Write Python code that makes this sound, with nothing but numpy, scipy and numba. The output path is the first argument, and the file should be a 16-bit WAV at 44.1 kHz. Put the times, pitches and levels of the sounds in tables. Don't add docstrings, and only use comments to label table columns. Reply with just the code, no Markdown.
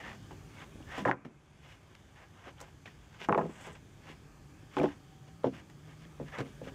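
import sys
import numpy as np
from scipy import signal
from scipy.fft import rfft, irfft, next_fast_len
from scipy.io import wavfile
from scipy.ndimage import uniform_filter1d
from numba import njit

SR = 44100
rng = np.random.default_rng(int(sys.argv[2]) if len(sys.argv) > 2 else 0)


def digitize_waveform(pressure):
    field = np.atleast_2d(pressure).T
    bounded = np.clip(field, -1, 1)
    quanta = np.round(bounded * 32767).astype(np.int16)
    wavfile.write(sys.argv[1], SR, quanta)


def volts_from_db(level):
    exponent = np.asarray(level, float) / 20
    return 10 ** exponent


N = 297234

# (frequency [Hz], density [dB/Hz])
AIR_SPECTRUM = [(15, -53), (25, -10.5), (59, 1), (141, 1), (235, -10), (352, -8), (473, -17.5), (1550, -20),
                (2200, -23.5), (3300, -25), (4210, -30.5), (6310, -32.5), (8970, -41.5), (14200, -49.5),
                (15800, -54)]
# (time [s], gain [dB])
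RECORDER_GAIN = [
    (0, 5),
    (1.1, 5.5),
    (1.14, -9.5),
    (1.6, -1.5),
    (2.4, 0),
    (3.2, 0.5),
    (4.5, 2.5),
    (5.5, 1.5),
    (6.74, 5.5),
]
# (time [s], drone level [dB], whine level [dB])
ENGINE_LEVELS = [
    (0, -71.5, -74),
    (3.5, -62, -88),
    (4.3, -58.5, -73.5),
    (4.5, -52, -73.5),
    (5.0, -61, -71),
    (5.3, -49, -64.5),
    (5.6, -54, -99),
    (6.2, -48, -80),
    (6.74, -55, -92),
]
# (peak time [s], swell [s], fade [s], level [dB])
LEAF_RUSTLES = [
    (3.53, 0.075, 0.074, -72),
    (3.63, 0.076, 0.076, -64.5),
    (3.735, 0.025, 0.018, -67),
]
# (time [s], level [dB], t60 [s])
SPLINTER_TICKS = [(0.621, -50, 0.0095), (1.952, -47, 0.013), (2.604, -38, 0.01), (2.6126, -46, 0.014),
                  (2.859, -61, 0.011), (3.322, -41, 0.0092), (3.378, -44.5, 0.011), (3.752, -49, 0.01),
                  (4.832, -40, 0.014), (5.7, -50, 0.0089), (6.385, -41, 0.07), (6.404, -43.5, 0.044),
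                  (1.112, -43, 0.014)]
# (time [s], frequency [Hz], level [dB], fade to 1/e [cycles])
CORNER_PINGS = [(0.308, 2300, -55, 4.6), (0.31, 860, -47, 2.7), (0.601, 3540, -52, 4.6),
                (0.621, 2320, -44, 4), (0.621, 1600, -46, 4), (0.805, 286, -40, 1.2), (0.826, 2870, -54, 8),
                (0.978, 695, -28, 2.5), (0.992, 260, -46, 0.85), (1.052, 1710, -20.5, 3.3),
                (1.0765, 1830, -30, 5.1), (1.007, 209, -36.5, 2.2), (1.021, 188, -36.5, 2.4),
                (1.0906, 318, -25, 1.3), (1.0945, 790, -27, 4.9), (1.118, 1960, -51, 4),
                (1.95, 2820, -49.5, 3.9), (2.583, 3180, -55, 6), (2.858, 2440, -43, 3.6),
                (2.876, 1890, -48, 11), (3.2876, 330, -17, 1.07), (3.325, 2540, -31, 2.9),
                (3.3474, 2320, -31.5, 3), (3.377, 390, -18.5, 1.4), (3.379, 3500, -47, 3.8),
                (3.383, 1800, -33.5, 4), (3.452, 2000, -50, 2.8), (3.755, 2600, -50, 5),
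                (4.7673, 2440, -41, 5), (4.784, 3270, -42, 6), (4.799, 2360, -35.5, 6.9),
                (4.835, 403, -18, 0.85), (4.843, 348, -19, 1.3), (4.888, 1590, -46, 4.5),
                (5.4439, 450, -33, 1.2), (5.471, 390, -27, 1.5), (5.895, 2300, -53, 4.4),
                (5.932, 2120, -57, 5.5), (6.051, 1800, -52, 4), (6.051, 3200, -52, 4.5),
                (6.2, 480, -41, 0.91), (6.388, 2330, -40, 6.4), (6.4063, 304, -34, 1.2),
                (6.672, 505, -34, 1.3), (6.682, 1980, -54, 4.7)]

# (peak time [s], swell [s], fade [s], rasp level [dB], bright edge re rasp [dB])
SLIDES = [(0.0, .01, 0.058, -49, -5.5), (0.085, 0.11, 0.081, -47, -3), (0.13, 0.059, 0.021, -59, 1),
          (0.63, 0.17, 0.029, -55, -0.5), (0.947, 0.084, 0.11, -45.5, -3), (0.99, 0.056, 0.05, -48.5, 3.5),
          (1.69, 0.1, 0.12, -59.5, 2), (1.95, 0.96, 0.99, -68.5, -3.5), (2.18, 0.038, 0.052, -60.5, -4),
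          (2.226, 0.056, 0.052, -58, -5), (2.4, 0.093, 0.054, -61, -6), (2.483, 0.08, 0.042, -51.5, -3.5),
          (2.615, 0.072, 0.13, -57.5, -3), (3.05, 0.074, 0.033, -70, 1), (3.15, 0.047, 0.072, -61.5, -1),
          (3.215, 0.028, 0.04, -51, 4), (3.245, 0.045, 0.026, -50.5, 5), (3.56, 0.69, 0.13, -59.5, -4),
          (3.667, 0.14, 0.1, -52, -3.5), (4.106, 0.1, 0.056, -54, -1), (4.75, 0.054, 0.052, -56.5, -1),
          (4.88, 0.023, 0.09, -51, -4), (5.28, 0.026, 0.033, -63.5, -0.5), (5.55, 0.032, 0.043, -54, 0.5),
          (5.595, 0.047, 0.032, -56.5, -0.5), (5.91, 0.093, .06, -64, 0.5), (6.04, 0.067, 0.034, -69, 8),
          (6.29, 0.033, 0.075, -55.5, -4), (6.34, 0.027, .05, -47.5, -6.5), (6.37, 0.054, .04, -44.5, -14),
          (6.395, 0.027, 0.048, -42, -8.5), (6.47, 0.041, 0.055, -59.5, -1), (6.652, 0.03, 0.027, -57, 0.5),
          (6.683, 0.023, 0.026, -48.5, -4)]
# (time [s], fade [s], rasp level [dB], bright edge re rasp [dB])
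SCUFFS = [(0.311, 0.047, -57.5, 3), (1.13, 0.3, -54.5, -33), (1.25, 0.027, -49, -3.5),
          (1.953, 0.011, -64, 2), (2.159, 0.04, -63, 3), (2.858, 0.082, -52.5, 4.5),
          (3.753, 0.035, -51.5, 0.5), (5.699, 0.033, -55.5, -5), (5.448, .05, -55, 3.5),
          (0.62, .02, -55, -1), (0.975, .03, -51, 0), (6.201, 0.058, -61, -10), (6.261, .15, -62, -1)]
# (time [s], fade [s], rumble level [dB])
ROCKS = [(0.02, 0.7, -58.5), (0.314, 0.065, -47), (0.8, 0.19, -55), (0.986, 0.23, -44), (2.47, 0.082, -55),
         (6.385, 0.039, -41), (1.138, 0.098, -45), (1.256, 0.06, -39.5), (2.863, 0.048, -47.5),
         (3.51, 0.45, -54.5), (3.766, 0.059, -62), (4.117, 0.055, -52), (4.89, 0.068, -49),
         (5.527, 0.098, -41.5), (6.205, 0.073, -42), (6.405, 0.059, -34.5), (6.674, 0.27, -48.5)]
# (peak time [s], swell [s], fade [s], hiss level [dB])
DUST_SPITS = [(0.981, .008, 0.035, -54), (1.017, .005, .015, -57), (1.058, .004, 0.012, -56),
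              (1.085, 0.013, 0.0097, -55.5), (1.69, 0.1, .2, -74), (2.613, 0.0061, 0.02, -48.5),
              (3.287, .003, 0.01, -52.5), (3.38, .01, 0.076, -64), (3.62, 0.14, .12, -70),
              (3.668, .01, 0.033, -59), (4.79, 0.059, 0.07, -58.5), (4.835, .004, 0.032, -58.5)]
# (frequency [Hz], density [dB/Hz])
RASP_SPECTRUM = [(290, -23), (500, 1), (877, 0), (1020, -0.5), (1340, -1), (1770, -1.5), (2890, -5.5),
                 (4460, -21), (5500, -20.5), (7150, -35), (12100, -120)]
# (frequency [Hz], level [dB])
RASP_RESONANCES = [(800, -13), (1010, -8.5), (1220, -12), (1560, -9.5), (2150, -12), (2900, -15),
                   (3400, -9.5)]
# (time [s], frequency [Hz], level re rasp [dB])
RUB_SONG = [(0.05, 1800, -1), (0.6, 2300, -7.5), (0.89, 1690, 1), (0.98, 2080, -4), (1.7, 3130, -20),
            (2.2, 1740, -1.5), (2.47, 980, -21), (2.87, 1900, -6), (3.23, 1760, -11.5), (3.65, 1780, -6),
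            (4.1, 1620, -5.5), (5.55, 2030, -5.5), (6.29, 1800, -0.5), (6.34, 1690, -2), (6.39, 2340, -11),
            (6.68, 2000, -15)]

POSITION_START_S = [
    0,
    2.9,
    4.4,
    5.2,
]
GRIT_RE_RING_DB = [-23, -46, -19, -28.5]
BLOW_T60_S = [0.13, 0.12, 0.11, 0.1]
TAP_T60_S = [0.14, 0.2, 0.1, 0.14]
# (frequency [Hz], level [dB])
FIRST_DROP_MODES = [(125, -5.5), (175, -4), (288, 3.5), (371, 1), (484, 7), (545, 6.5), (630, -0.5),
                    (748, 4), (888, 1.5), (1000, 7)]
# (frequency [Hz], level [dB])
SECOND_DROP_MODES = [(110, -15.5), (167, -3), (206, -1), (290, -3.5), (346, -4), (380, -3.5), (417, 2),
                     (480, 5), (576, -3), (757, -8.5), (877, -6), (990, -6)]
# (frequency [Hz], level [dB])
SHOVE_MODES = [(150, -5.5), (230, -8), (290, 5), (380, 2), (477, 0), (581, -8), (641, -14), (877, -11)]
# (frequency [Hz], level [dB])
SET_DOWN_MODES = [(140, -3.5), (200, -4), (266, 4.5), (338, -5), (472, 5), (540, -3), (707, -5), (996, -11)]
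# (frequency [Hz], density [dB/Hz])
FIRST_DROP_CROWD = [(35, -53), (60, -64), (201, -27), (233, -35), (284, 9), (584, -12.5), (739, -1),
                    (1760, -16.5), (4500, -73), (5850, -78), (9900, -120)]
# (frequency [Hz], density [dB/Hz])
SECOND_DROP_CROWD = [(35, -51), (60, -15), (201, 7), (284, 8), (506, 4), (1020, -2.5), (2000, -21),
                     (2570, -27), (4500, -64), (5850, -85), (9900, -120)]
# (frequency [Hz], density [dB/Hz])
SHOVE_CROWD = [(35, -55), (60, -35), (151, 16), (241, -9), (299, 6), (407, -1.5), (870, -11), (1080, -18),
               (4500, -53.5), (5850, -73), (9900, -120)]
# (frequency [Hz], density [dB/Hz])
SET_DOWN_CROWD = [(35, -39), (60, -15), (205, -12), (269, -5.5), (400, 5), (470, 4), (1020, -19.5),
                  (1160, -21), (4500, -45), (5850, -79), (9900, -120)]
# (time [s], crack peak [dB], crack frequency [Hz], ring level [dB])
TAPS = [(0.309, -28, 820, -39.5), (0.62, -37, 2270, -39), (0.802, -41, 540, -47), (0.978, -24, 515, -25.5),
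        (1.016, -32, 400, -38), (1.253, -54, 412, -63), (1.949, -52, 2650, -57), (2.468, -47, 950, -36.5),
        (2.609, -53, 1070, -37.5), (2.856, -35, 625, -71), (3.214, -34, 404, -41.5), (3.668, -52, 700, -36),
        (3.754, -39, 1660, -59), (4.097, -31, 332, -58), (5.273, -54, 775, -51), (5.697, -46, 754, -64),
        (5.889, -46, 425, -46), (6.05, -45, 1830, -47.5), (6.199, -22, 500, -28.5), (6.213, -23, 380, -62),
        (6.226, -31, 385, -43.5), (6.386, -36, 428, -29), (6.404, -19.5, 416, -29), (6.615, -24, 416, -32),
        (6.668, -42, 450, -34)]
# (time [s], crack peak [dB], crack frequency [Hz], ring level [dB], ring tilt [dB/octave])
FIRST_BLOWS = [
    (1.0528, -28, 1590, -22.5, 11.5),
    (1.055, -18, 565, -23, -5),
    (1.066, -22.5, 402, -22.5, -5),
    (1.077, -35, 1800, -29, 11),
    (1.083, -18, 880, -23, -3),
    (1.0882, -26, 432, -23.5, 2),
    (1.095, -21.5, 810, -34, -3),
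    (1.1131, -12, 2000, -31, 3),
    (1.128, -30, 1040, -34.5, 7),
]
# (time [s], crack peak [dB], crack frequency [Hz], ring level [dB], ring tilt [dB/octave])
SECOND_BLOWS = [(3.287, -15, 780, -23.5, 4.5), (3.2943, -14.5, 1160, -26, -7.5),
                (3.304, -25.5, 378, -22.5, -1.5), (3.326, -10.5, 930, -22.5, 3),
                (3.3465, -16.5, 910, -24.5, 5), (3.357, -22.5, 434, -28, -2.5),
                (3.3766, -14.5, 590, -25, 3), (3.3857, -16.5, 710, -20, 0.5), (3.409, -28.5, 624, -29, 5),
                (3.431, -41, 393, -27, -5.5), (3.456, -31, 505, -34.5, -6), (3.493, -35.5, 302, -43, -3),
                (4.768, -21, 980, -21, 3.5), (4.784, -41, 495, -22.5, 6.5), (4.798, -23, 500, -19.5, -4.5),
                (4.814, -18.5, 514, -22.5, -6), (4.834, -17.5, 520, -19.5, 1.5), (4.8404, -14, 420, -25, 0),
                (4.856, -27, 474, -26.5, 3), (5.434, -43, 1190, -42.5, 7.5), (5.4425, -16, 520, -20, 1.5),
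                (5.458, -26, 462, -25, -1.5), (5.468, -31, 420, -22.5, -2)]
# (start [s], end [s], lower edge [Hz])
TREBLE_GAPS = [(1.05, 1.065, 12850), (1.118, 1.62, 12850), (1.12, 1.135, 10500), (1.76, 2.58, 14900),
               (2.66, 2.84, 14900), (2.845, 2.86, 12850), (3.28, 3.293, 12850), (3.315, 3.33, 12850),
               (3.385, 3.4, 12850), (3.74, 3.755, 12850), (3.95, 4.05, 14900), (4.2, 4.5, 14900),
               (4.76, 4.775, 12850), (5.445, 5.46, 12850), (6.19, 6.205, 12850)]

SLIDE_ROUNDNESS, KNOCK_ROUNDNESS = 1.85, 0.74
IDLE_RASP_DB, IDLE_RUMBLE_DB, IDLE_HISS_DB = -81.5, -67, -76


def level(x, rms_db):
    return x * volts_from_db(rms_db) / np.sqrt(np.mean(x ** 2))


def curve(table):
    time_s, *columns = np.transpose(table)
    return [np.interp(np.arange(N) / SR, time_s, c) for c in columns]


def colour(x, points):
    hz, db = np.transpose(points)
    size = next_fast_len(N)
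    f = np.maximum(np.arange(size // 2 + 1) * SR / size, 1)
    response = volts_from_db(np.interp(np.log(f), np.log(hz), db))
    return level(irfft(rfft(x, size) * response, size)[:N], 0)


def walk(rate_hz):
    hold = int(SR / rate_hz)
    steps = np.repeat(rng.standard_normal(N // hold + 1), hold)
    return 1.42 * uniform_filter1d(uniform_filter1d(steps, hold), hold)[:N]


def strokes(peak_s, swell_s, fade_s, peak_db, roundness):
    power, t = np.zeros(N), np.arange(N) / SR
    for s, swell, fade, db in np.broadcast(peak_s, swell_s, fade_s, peak_db):
        near = slice(max(int((s - 3 * swell) * SR), 0), int((s + 3 * fade) * SR))
        away = np.maximum((s - t[near]) / swell, (t[near] - s) / fade)
        power[near] += volts_from_db(db - 20 * away ** roundness) ** 2
    return np.sqrt(power)


@njit
def add_modes(out, start, hz, gain, fade_per_s, rise_s, phase):
    for k in range(len(hz)):
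        turn = np.exp(2j * np.pi * hz[k] / SR - fade_per_s[k] / SR)
        rise = np.exp(-1 / (rise_s[k] * SR))
        z, lack = gain[k] * np.exp(1j * phase[k]), 1.
        for i in range(start, min(start + int(6.5 * SR / fade_per_s[k]), len(out))):
            out[i] += z.imag * (1 - lack)
            z, lack = z * turn, lack * rise + 1e-18


def outdoors():
    swell = walk(0.81)
    air = colour(rng.standard_normal(N), AIR_SPECTRUM)
    edges_hz = 22 * 2 ** np.arange(0, 9.6, .5)
    out = 0
    for lo, hi in zip(edges_hz[:-1], edges_hz[1:]):
        band = signal.sosfilt(signal.butter(2, [lo, hi], "band", fs=SR, output="sos"), air)
        out = out + band * volts_from_db(.6 * swell + .7 * walk(12))
    return level(out, -56.5)


def engine():
    drone_db, whine_db = curve(ENGINE_LEVELS)
    drone_hz = 150.5 * (1 + 0.04356 * walk(15))
    whine_hz = 764 * (1 + 0.0014 * walk(4.13))
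    drone = np.sin(2 * np.pi * np.cumsum(drone_hz) / SR) * volts_from_db(drone_db - 3.0 + 1.7 * walk(19))
    whine = np.sin(2 * np.pi * np.cumsum(whine_hz) / SR) * volts_from_db(whine_db + 1.0 + 1.3 * walk(27))
    return drone + whine


def ticks():
    t, envelope = np.arange(int(.05 * SR)) / SR, np.zeros(N)
    for s, db, t60_s in SPLINTER_TICKS:
        i = int(s * SR)
        envelope[i:i + len(t)] += volts_from_db(db) * np.exp(-np.log(1000) * t / max(t60_s, .002))
    spectrum = [(500, -24), (1500, 17.5), (3500, 5.0), (8000, -4), (15500, -38)]
    return envelope * colour(rng.standard_normal(N), spectrum)


def pings():
    out = np.zeros(N)
    for s, ping_hz, db, cycles in CORNER_PINGS:
        hz = np.array([1. * ping_hz])
        gain = np.array([2.12 * volts_from_db(db)])
        add_modes(out, int(s * SR), hz, gain, hz / max(cycles, .3), 0.83 / hz, 0 * hz)
    return out


def grains(share, scatter_db):
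    slips = rng.random(N) < share
    return slips * rng.standard_normal(N) * volts_from_db(scatter_db * rng.exponential(size=N))


def song(slips):
    hz, db = curve(RUB_SONG)
    width_hz = 216
    carrier = np.exp(2j * np.pi * np.cumsum(hz) / SR)
    keep = np.exp(-np.pi * width_hz / SR)
    resonance = signal.lfilter([1], [1, -2 * keep, keep ** 2], slips / carrier)
    return volts_from_db(db) * level((resonance * carrier).real, 0)


def pressure(edge):
    s, swell_s, fade_s, db, edge_db = np.transpose(SLIDES)
    slides = strokes(s, swell_s, fade_s, db + edge * edge_db, SLIDE_ROUNDNESS)
    s, fade_s, db, edge_db = np.transpose(SCUFFS)
    scuffs = strokes(s, 0.0032, fade_s, db + edge * edge_db, KNOCK_ROUNDNESS)
    return np.hypot(slides, scuffs)


def grit():
    s, ring_db = np.array(FIRST_BLOWS + SECOND_BLOWS)[:, [0, 3]].T
    position = np.searchsorted(POSITION_START_S, s) - 1
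    kicks = np.zeros(N)
    kicks[(s * SR).astype(int)] = volts_from_db(ring_db + np.array(GRIT_RE_RING_DB)[position]) ** 2
    fade_s = 0.0083
    return np.sqrt(signal.lfilter([1], [1, -np.exp(-1 / (fade_s * SR))], kicks))


def rasping(slips):
    plain = colour(slips, RASP_SPECTRUM)
    rasp = plain
    for hz, db in RASP_RESONANCES:
        rasp = rasp + 2 * volts_from_db(db) * signal.lfilter(*signal.iirpeak(hz, 14, fs=SR), plain)
    return level(rasp, 0) * volts_from_db(.7 * walk(80))


def sliding():
    idle = volts_from_db(0.99 * curve(RECORDER_GAIN)[0])
    slips = grains(.25, 1.7)
    rasp = rasping(slips)
    dull = level(signal.sosfilt(signal.butter(3, 1900, "low", fs=SR, output="sos"), rasp), 0)
    bright = level(signal.sosfilt(signal.butter(3, 1900, "high", fs=SR, output="sos"), rasp), 0)
    push, edge = pressure(0), pressure(0.94)
    rub = push * (dull + song(slips)) + edge * bright
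    rub = rub + (grit() + volts_from_db(IDLE_RASP_DB) * idle) * rasp

    rumble = colour(grains(.1, 3.2), [(90, 2.0), (200, 8), (300, 6.5), (500, -3.5), (800, -15.0), (1200, -49.0)])
    rock_s, rock_fade_s, rock_db = np.transpose(ROCKS)
    rocking = strokes(rock_s, 0.0079, rock_fade_s, rock_db, KNOCK_ROUNDNESS)
    rocking = rocking + volts_from_db(IDLE_RUMBLE_DB) * idle

    hiss = colour(slips, [(3500, -44), (4500, -8.0), (6300, 2.5), (7900, 0.5), (9000, -6.5), (12000, -9.5),
                          (15500, -17), (16500, -73)])
    dust = np.hypot(volts_from_db(-19) * edge, strokes(*np.transpose(DUST_SPITS), KNOCK_ROUNDNESS))
    dust = np.hypot(dust, volts_from_db(IDLE_HISS_DB) * idle)

    rustle = colour(slips, [(5000, -29), (6400, -1), (7900, 6.5), (9300, -8), (12000, -23)])
    leaves = strokes(*np.transpose(LEAF_RUSTLES), SLIDE_ROUNDNESS)
    return rub + rocking * rumble + dust * hiss + leaves * rustle


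def board(main, crowd, crowd_db):
    gap_hz = 85
    hz = gap_hz * (np.arange(1, 50) + rng.uniform(-0.34, 0.34, size=49))
    crowd_hz, density_db = np.transpose(crowd)
    db = np.interp(np.log(hz), np.log(crowd_hz), density_db) + crowd_db
    db = db + 6 * np.log10(hz / 500)
    db = db - 9 * (hz < 660)
    return np.hstack([np.transpose(main), [hz, db]])


def chirp(t, crack_hz):
    fall_hz = max(2000 - crack_hz, 0)
    cycles = 0.848 * crack_hz * t + fall_hz * 0.000848 * (1 - np.exp(-t / 0.0011))
    crack = np.sin(2 * np.pi * cycles) * (crack_hz * t) ** 2 * np.exp(-crack_hz * t / 0.57)
    return crack / np.abs(crack).max()


def blows(events, boards, t60_s, crack_trim_db, ring_trim_db, linger=0):
    out, t = np.zeros(N + SR), np.arange(int(.03 * SR)) / SR
    chance = rng.standard_normal((len(events), 3, 64))
    for (s, peak_db, crack_hz, ring_db, tilt_db), luck in zip(events, chance):
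        position = np.searchsorted(POSITION_START_S, s) - 1
        hz, db = boards[position]
        spot, detune, phase = luck[:, :len(hz)]
        i = int(s * SR)
        out[i:i + len(t)] += volts_from_db(peak_db + crack_trim_db) * chirp(t, crack_hz)
        share = volts_from_db(db + tilt_db * np.log2(hz / 500) + 2.2 * spot)
        gain = volts_from_db(ring_db + ring_trim_db) * share / np.sqrt(np.sum(share ** 2))
        ring_s = max(t60_s[position] * (1 + linger * (ring_db + 47.0)), .02)
        fade_per_s = np.log(1000) / ring_s * (np.maximum(hz, 220) / 500) ** 0.65
        rise_s = 0.0024 * (500 / hz) ** 0.33
        add_modes(out, i, hz * (1 + 0.012 * detune), gain, fade_per_s, rise_s, .9 * phase)
    return out[:N]


def knocking():
    lying = [board(FIRST_DROP_MODES, FIRST_DROP_CROWD, crowd_db=9.5),
             board(SECOND_DROP_MODES, SECOND_DROP_CROWD, crowd_db=-2.5),
             board(SHOVE_MODES, SHOVE_CROWD, crowd_db=1.7),
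             board(SET_DOWN_MODES, SET_DOWN_CROWD, crowd_db=1.5)]
    taps = []
    for s, peak_db, crack_hz, ring_db in TAPS:
        tilt_db = -3 + 1.7 * np.log2(crack_hz / 500)
        taps.append((s, peak_db, crack_hz, ring_db, tilt_db))
    heavy = blows(FIRST_BLOWS + SECOND_BLOWS, lying, BLOW_T60_S, crack_trim_db=-1.5, ring_trim_db=1.5)
    light = blows(taps, lying, TAP_T60_S, crack_trim_db=-11.0, ring_trim_db=-4.0, linger=0.015)
    return heavy + light


def echo(x):
    t = np.arange(int(.25 * SR)) / SR
    t60_s, delay_s = 0.07, .003
    echoes = rng.standard_normal(len(t)) * np.exp(-np.log(1000) * t / t60_s) * (t > delay_s)
    return signal.fftconvolve(x, echoes / np.sqrt(np.sum(echoes ** 2)))[:N]


def scene():
    background = volts_from_db(curve(RECORDER_GAIN)[0]) * outdoors() + engine()
    boards = knocking()
    mix = background + ticks() + pings() + sliding() + boards + volts_from_db(-11.5) * echo(boards)
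    return mix[None]


def treble_dropouts(x):
    size, top_hz = next_fast_len(N), 15770
    f, t = np.fft.rfftfreq(size, 1 / SR), np.arange(N) / SR
    lines = rfft(x, size)
    out = irfft(lines * (f < top_hz), size)[:, :N]
    for lo, hi in ((10500, 12850), (12850, 14900), (14900, top_hz)):
        gone = sum((t > a) & (t < b) for a, b, above_hz in TREBLE_GAPS if above_hz <= lo) > 0
        band = irfft(lines * (f >= lo) * (f < hi), size)[:, :N]
        out = out - uniform_filter1d(1. * gone, size=200) * band
    return out


def band_limit(x):
    return signal.sosfilt(signal.butter(12, 15750, fs=SR, output="sos"), x)


def record(dry):
    size = next_fast_len(N)
    f = np.fft.rfftfreq(size, 1 / SR)
    ripple = 1 + .42 * np.clip((f - 8200) / 1200, 0, 1) * np.cos(2 * np.pi * (f - 11905) / 401)
    bass_cut = 1 / np.sqrt(1 + (36 / np.maximum(f, 1)) ** 6)
    heard = irfft(rfft(dry, size) * ripple * bass_cut, size)[:, :N]
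    rounded = 0.51 * np.tanh(heard / 0.6)
    return band_limit(treble_dropouts(rounded))


dry = scene()
out = record(dry)
digitize_waveform(out)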